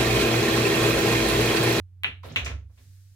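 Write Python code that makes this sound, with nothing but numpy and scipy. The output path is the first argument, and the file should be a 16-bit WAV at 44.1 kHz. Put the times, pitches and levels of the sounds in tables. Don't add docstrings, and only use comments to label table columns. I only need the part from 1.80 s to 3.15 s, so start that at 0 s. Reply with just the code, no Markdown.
import sys
import numpy as np
from scipy import signal
from scipy.fft import rfft, irfft, next_fast_len
from scipy.io import wavfile
from scipy.ndimage import map_coordinates

SR = 44100
rng = np.random.default_rng(int(sys.argv[2]) if len(sys.argv) > 2 else 0)


def generate_wav(signal):
    frames = np.transpose(np.atleast_2d(signal))
    scaled = np.clip(frames, -1, 1) * 32767
    pcm = np.round(scaled).astype(np.int16)
    wavfile.write(sys.argv[1], SR, pcm)


N = 59535
T = np.arange(N) / SR
SIZE = next_fast_len(2 * N)
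HZ = np.fft.rfftfreq(SIZE, 1 / SR)
BUILD_S, RIGHT_LAG_S = .0025, .00018


# start in seconds, relative level in dB, contact time in ms,
# direct sound in dB, ceiling echo in dB, lag of the tail in seconds.
CLACKS = [(.2348, -.5, .364, -7, 4, .008), (.5607, .3, .36, .5, -12, .001)]
# frequency in Hz, gain in dB.
BALL_SPECTRUM = [(100, -28.5), (230, -15.5), (380, -15), (550, -14), (850, -10), (1360, -6), (2000, 1.5),
                 (2750, 9), (3300, 7), (4100, 9), (5800, -4), (8800, 2.5), (12000, 3), (14700, 10.5)]

def clacks(gain_db=1.5, ceiling_lag_s=.0099):
    ceiling_band = lowpass(3400, order=5) * (1 - lowpass(584, order=1))
    out = 0
    for start, db, contact_ms, direct_db, ceiling_db, tail_lag in CLACKS:
        force = np.abs(np.sin(np.pi * np.minimum(T * 1000 / contact_ms, 1))) ** 1.5
        colour = np.abs(rfft(force, SIZE)) * amp(curve(BALL_SPECTRUM))
        direct = amp(direct_db) * pulse(colour * HZ / (HZ + 2500)) * arrival()
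        echo = amp(ceiling_db) * pulse(colour * ceiling_band) * arrival(scatter_db=-7)
        snap = amp(-21.5) * pulse(HZ / (HZ + 3000)) * arrival(scatter_db=-11)
        tail = pulse(colour) * delay(tail_lag) * (room_tail() + table_ring())
        clack = direct + snap + echo * delay(ceiling_lag_s) + tail
        out += amp(gain_db + db) * delay(start) * clack
    return irfft(out, SIZE)[:, :N]


# start in seconds, level in dB, upper edge in Hz, bass gain in dB.
KNOCKS = [(.258, -17.5, 380, 1), (.445, -17, 1020, -2), (.461, -16, 686, -2.5), (.499, -11.5, 330, 18),
          (0.518, -23.5, 500, -4), (.561, -9.5, 1190, -5), (.61, -24, 880, -15), (.631, -18, 1460, 1.5),
          (0.6606, -6, 2900, -0.5), (.705, -16.5, 1520, -4), (0.717, -18.5, 1415, 8.5),
          (0.897, -42.5, 1010, -14), (0.975, -38.5, 2180, -5), (.992, -37, 526, -3.5),
          (1.026, -29.5, 172, 0)]
# frequency in Hz, gain in dB.
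WOOD_SPECTRUM = [(60, -6.5), (140, 11), (200, -6.5), (265, 5.5), (320, -5), (390, -0.5), (500, 4.5),
                 (680, 0.5), (800, -2), (1100, 0), (1500, 1.5), (2200, 6), (8000, 6)]

def knocks(bass_hz=350):
    out = 0
    for start, db, edge_hz, bass_db in KNOCKS:
        body = amp(curve(WOOD_SPECTRUM) + bass_db * lowpass(bass_hz, order=2))
        blow = amp(db) * delay(start) * pulse(body * lowpass(edge_hz, order=3))
        out += blow * (room_tail() + table_ring() + amp(-9) * arrival())
    return irfft(out, SIZE)[:, :N]


# start in seconds, level in dB,
# centre in Hz, width in octaves, direct sound in dB.
POCKET_TICKS = [(0.431, -22.5, 2200, 0.77, -17), (0.4348, -25, 1050, 0.27, 3),
                (0.444, -26.5, 3030, 0.95, -13), (0.46, -32, 11900, .5, -4), (.467, -36, 9760, 1.2, -7),
                (0.498, -23.5, 3600, 0.47, -8.5), (.523, -30, 6000, 0.25, -3),
                (.5607, -13, 6090, 0.24, -13), (.5609, -7.5, 3640, 0.16, -12),
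                (0.5595, -26.5, 12940, 0.55, -17), (0.648, -15.5, 5700, 0.47, -4),
                (.655, -14.5, 6100, 0.17, -9.5), (0.654, -31, 12900, 0.32, -2.5)]

def pocket_ticks(skirt_db=-33.5):
    out = 0
    for start, db, hz, octaves, direct_db in POCKET_TICKS:
        band = np.exp(-.5 * (np.log2((HZ + 1) / hz) / octaves) ** 2)
        tick = amp(db) * delay(start) * pulse(band + amp(skirt_db))
        out += tick * (room_tail() + amp(direct_db) * arrival())
    return irfft(out, SIZE)[:, :N]


# frequency in Hz, gain in dB.
SCUFF_SPECTRUM = [(150, 0.5), (500, 2.5), (1000, -3), (2500, -5.5), (4000, -6.5), (7000, -28.5),
                  (15000, -33.5)]

def scuff(grip_rate_hz=160, rough_db=4):
    grip = map_coordinates(rng.standard_normal(N), [T * grip_rate_hz], order=1)
    rub = unit_rms(diffuse_noise(amp(curve(SCUFF_SPECTRUM))) * amp(rough_db * grip))
    return amp(-50) * rub * swell(start=.44, rise=.0027, hold=.28, t60=.05)


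# start in seconds, level in dB.
BOOM_SWELLS = [(0.288, -43), (.445, -44.5), (.565, -51.5), (0.614, -27.5), (.715, -28), (0.836, -43),
               (.97, -55)]
# start in seconds, frequency in Hz, level in dB,
# then rise, hold and 60 dB decay time in seconds.
DROP_MODES = [(.56, 97, -36.5, .02, 0.0068, 0.58), (.51, 143, -54.5, 0.01, 0.057, 0.39),
              (.575, 121, -42.5, .012, .025, 0.25)]

def table_boom(lowest_hz=70.5):
    envelope = sum(amp(db) * swell(start, rise=.025, hold=0, t60=.35) for start, db in BOOM_SWELLS)
    out = envelope * np.sin(2 * np.pi * lowest_hz * T)
    for start, hz, db, rise, hold, t60 in DROP_MODES:
        out += amp(db) * swell(start, rise, hold, t60) * np.sin(2 * np.pi * hz * (T - start))
    return out


# frequency in Hz, relative level in dB, 60 dB decay time in seconds.
TABLE_MODES = [(258, -11, .3), (388, -10, .24), (684, -7, .22), (1066, -8, .21), (1340, -3, .22),
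               (1730, -2, .25), (1990, -2, .22), (2360, 0, .2), (2440, 0, .2), (2568, 0, .2),
               (2767, -1, .2), (3065, -1, .21), (3390, 0, .19)]

def table_ring():
    out = 0
    for hz, db, t60 in TABLE_MODES:
        phase = rng.uniform(0, 2 * np.pi) + np.array([[0], [2 * np.pi * hz * RIGHT_LAG_S]])
        gain = amp(db + rng.normal(0, 2))
        out += gain * np.sin(2 * np.pi * hz * T - phase) * swell(0, BUILD_S, 0, t60)
    return amp(-7.5) * rfft(out / np.sqrt(np.sum(out ** 2) / 2), SIZE)


def arrival(scatter_db=-2, scatter_decay_s=.0046):
    scatter = rng.standard_normal((2, N)) * np.exp(-T / scatter_decay_s) * (1 - np.exp(-T / BUILD_S))
    scatter /= np.linalg.norm(scatter, axis=1, keepdims=True)
    return np.array([delay(0), delay(RIGHT_LAG_S)]) + amp(scatter_db) * rfft(scatter, SIZE)


# frequency in Hz, 60 dB decay time in seconds.
ROOM_DECAY = [(100, 0.23), (260, 0.36), (550, 0.25), (2000, 0.25), (5000, 0.26), (13000, 0.2)]

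def room_tail():
    hz, t, bands = signal.stft(diffuse_noise(), SR, nperseg=256)
    decay = np.exp(-np.log(1000) * t / curve(ROOM_DECAY, hz)[:, None])
    tail = signal.istft(bands * decay, SR, nperseg=256)[1][:, :N]
    tail *= 1 - np.exp(-T / BUILD_S)
    return rfft(tail / np.sqrt(np.sum(tail ** 2) / 2), SIZE)


# frequency in Hz, gain in dB.
SLEEVE_SPECTRUM = [(200, -15.5), (900, 1.5), (2000, -3), (3500, 1), (6000, -11), (15000, -29)]

def sleeve_swish():
    envelope = swell(start=.965, rise=.025, hold=0, t60=.3)
    return amp(-65) * envelope * diffuse_noise(amp(curve(SLEEVE_SPECTRUM)))


# frequency in Hz, gain in dB.
HISS_SPECTRUM = [(200, -8), (500, -10), (1000, -14), (1700, 0), (2700, -4), (4000, 0.5), (6000, 2),
                 (9000, -2.5), (15000, -7)]

def hiss(start_s=.831, rise_s=.19, sag_db_per_s=15):
    age = T - start_s
    envelope = np.clip(age / rise_s, 0, 1) ** 2 * amp(-61.5 - sag_db_per_s * age)
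    return envelope * diffuse_noise(amp(curve(HISS_SPECTRUM)))


# time in seconds, pitch in Hz, rms level in dB.
HUM_TRACK = [(0, 90.4, -38), (0.098, 91.4, -51), (0.198, 90.95, -46), (0.299, 91.2, -45.5),
             (.45, 91.22, -43), (0.539, 92.15, -51.5), (0.608, 90.9, -47.5), (.66, 90.8, -43.5),
             (.71, 96.7, -37.5), (0.879, 96.8, -50), (.99, 96.1, -58), (1.1, 94.04, -48),
             (1.35, 97.2, -52.5)]

def hum():
    times, hz, db = np.transpose(HUM_TRACK)
    phase = 2 * np.pi * np.cumsum(np.interp(T, times, hz)) / SR
    return np.sqrt(2) * amp(np.interp(T, times, db)) * np.sin(phase)


# frequency in Hz, gain in dB.
AIR_SPECTRUM = [(100, -10), (250, 14), (400, 8), (700, 1), (1500, 0), (4000, -3), (8000, -7), (15000, -11)]
RUMBLE_SPECTRUM = [(20, -17), (45, -4.5), (70, 0), (130, -7), (220, -20.5), (400, -53), (1000, -84.5)]

def room_tone():
    air = amp(-80) * diffuse_noise(amp(curve(AIR_SPECTRUM)))
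    rumble = amp(-64.5) * diffuse_noise(amp(curve(RUMBLE_SPECTRUM)))
    return air + rumble


# frequency in Hz, left-right correlation from -1 to 1.
STEREO_LIKENESS = [(100, 0.98), (250, 1), (500, 0.16), (1000, .1), (2500, 0.3), (6000, -0.26),
                   (12000, 0.95)]

def diffuse_noise(colour=1):
    angle = np.arccos(np.clip(curve(STEREO_LIKENESS), -1, 1)) / 2
    mid, side = filtered(rng.standard_normal((2, N)), colour * np.array([np.cos(angle), np.sin(angle)]))
    return unit_rms(np.array([mid + side, mid - side]))


def amp(db):
    return 10 ** (np.asarray(db) / 20)


def unit_rms(x):
    return x / np.sqrt(np.mean(x ** 2) + 1e-20)


def curve(points, hz=HZ):
    freqs, values = np.transpose(points)
    return np.interp(np.log(hz + 1), np.log(freqs + 1), values)


def filtered(x, response):
    return irfft(rfft(x, SIZE) * response, SIZE)[..., :N]


def delay(seconds):
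    return np.exp(-2j * np.pi * HZ * seconds)


def lowpass(hz, order):
    return 1 / np.sqrt(1 + (HZ / hz) ** (2 * order))


def pulse(colour):
    cepstrum = irfft(np.log(np.maximum(unit_rms(colour), 1e-6)), SIZE)
    cepstrum[1:SIZE // 2] *= 2
    cepstrum[SIZE // 2 + 1:] = 0
    return np.exp(rfft(cepstrum))


def swell(start, rise, hold, t60):
    release = np.exp(-np.log(1000) * np.maximum(T - start - rise - hold, 0) / t60)
    return np.clip((T - start) / rise, 0, 1) * release


def scene():
    shot = clacks() + knocks() + pocket_ticks() + scuff() + table_boom()
    return shot + sleeve_swish() + hiss() + hum() + room_tone()


# frequency in Hz, left minus right in dB.
BALANCE = [(70, -3), (450, -4), (1000, -1.9), (3500, -0.6), (8000, 0.1)]

def record(dry, top_hz=15800):
    half_db = curve(BALANCE) / 2
    return filtered(dry, amp([half_db, -half_db]) * lowpass(top_hz, order=60))


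dry = scene()
out = record(dry)
generate_wav(out)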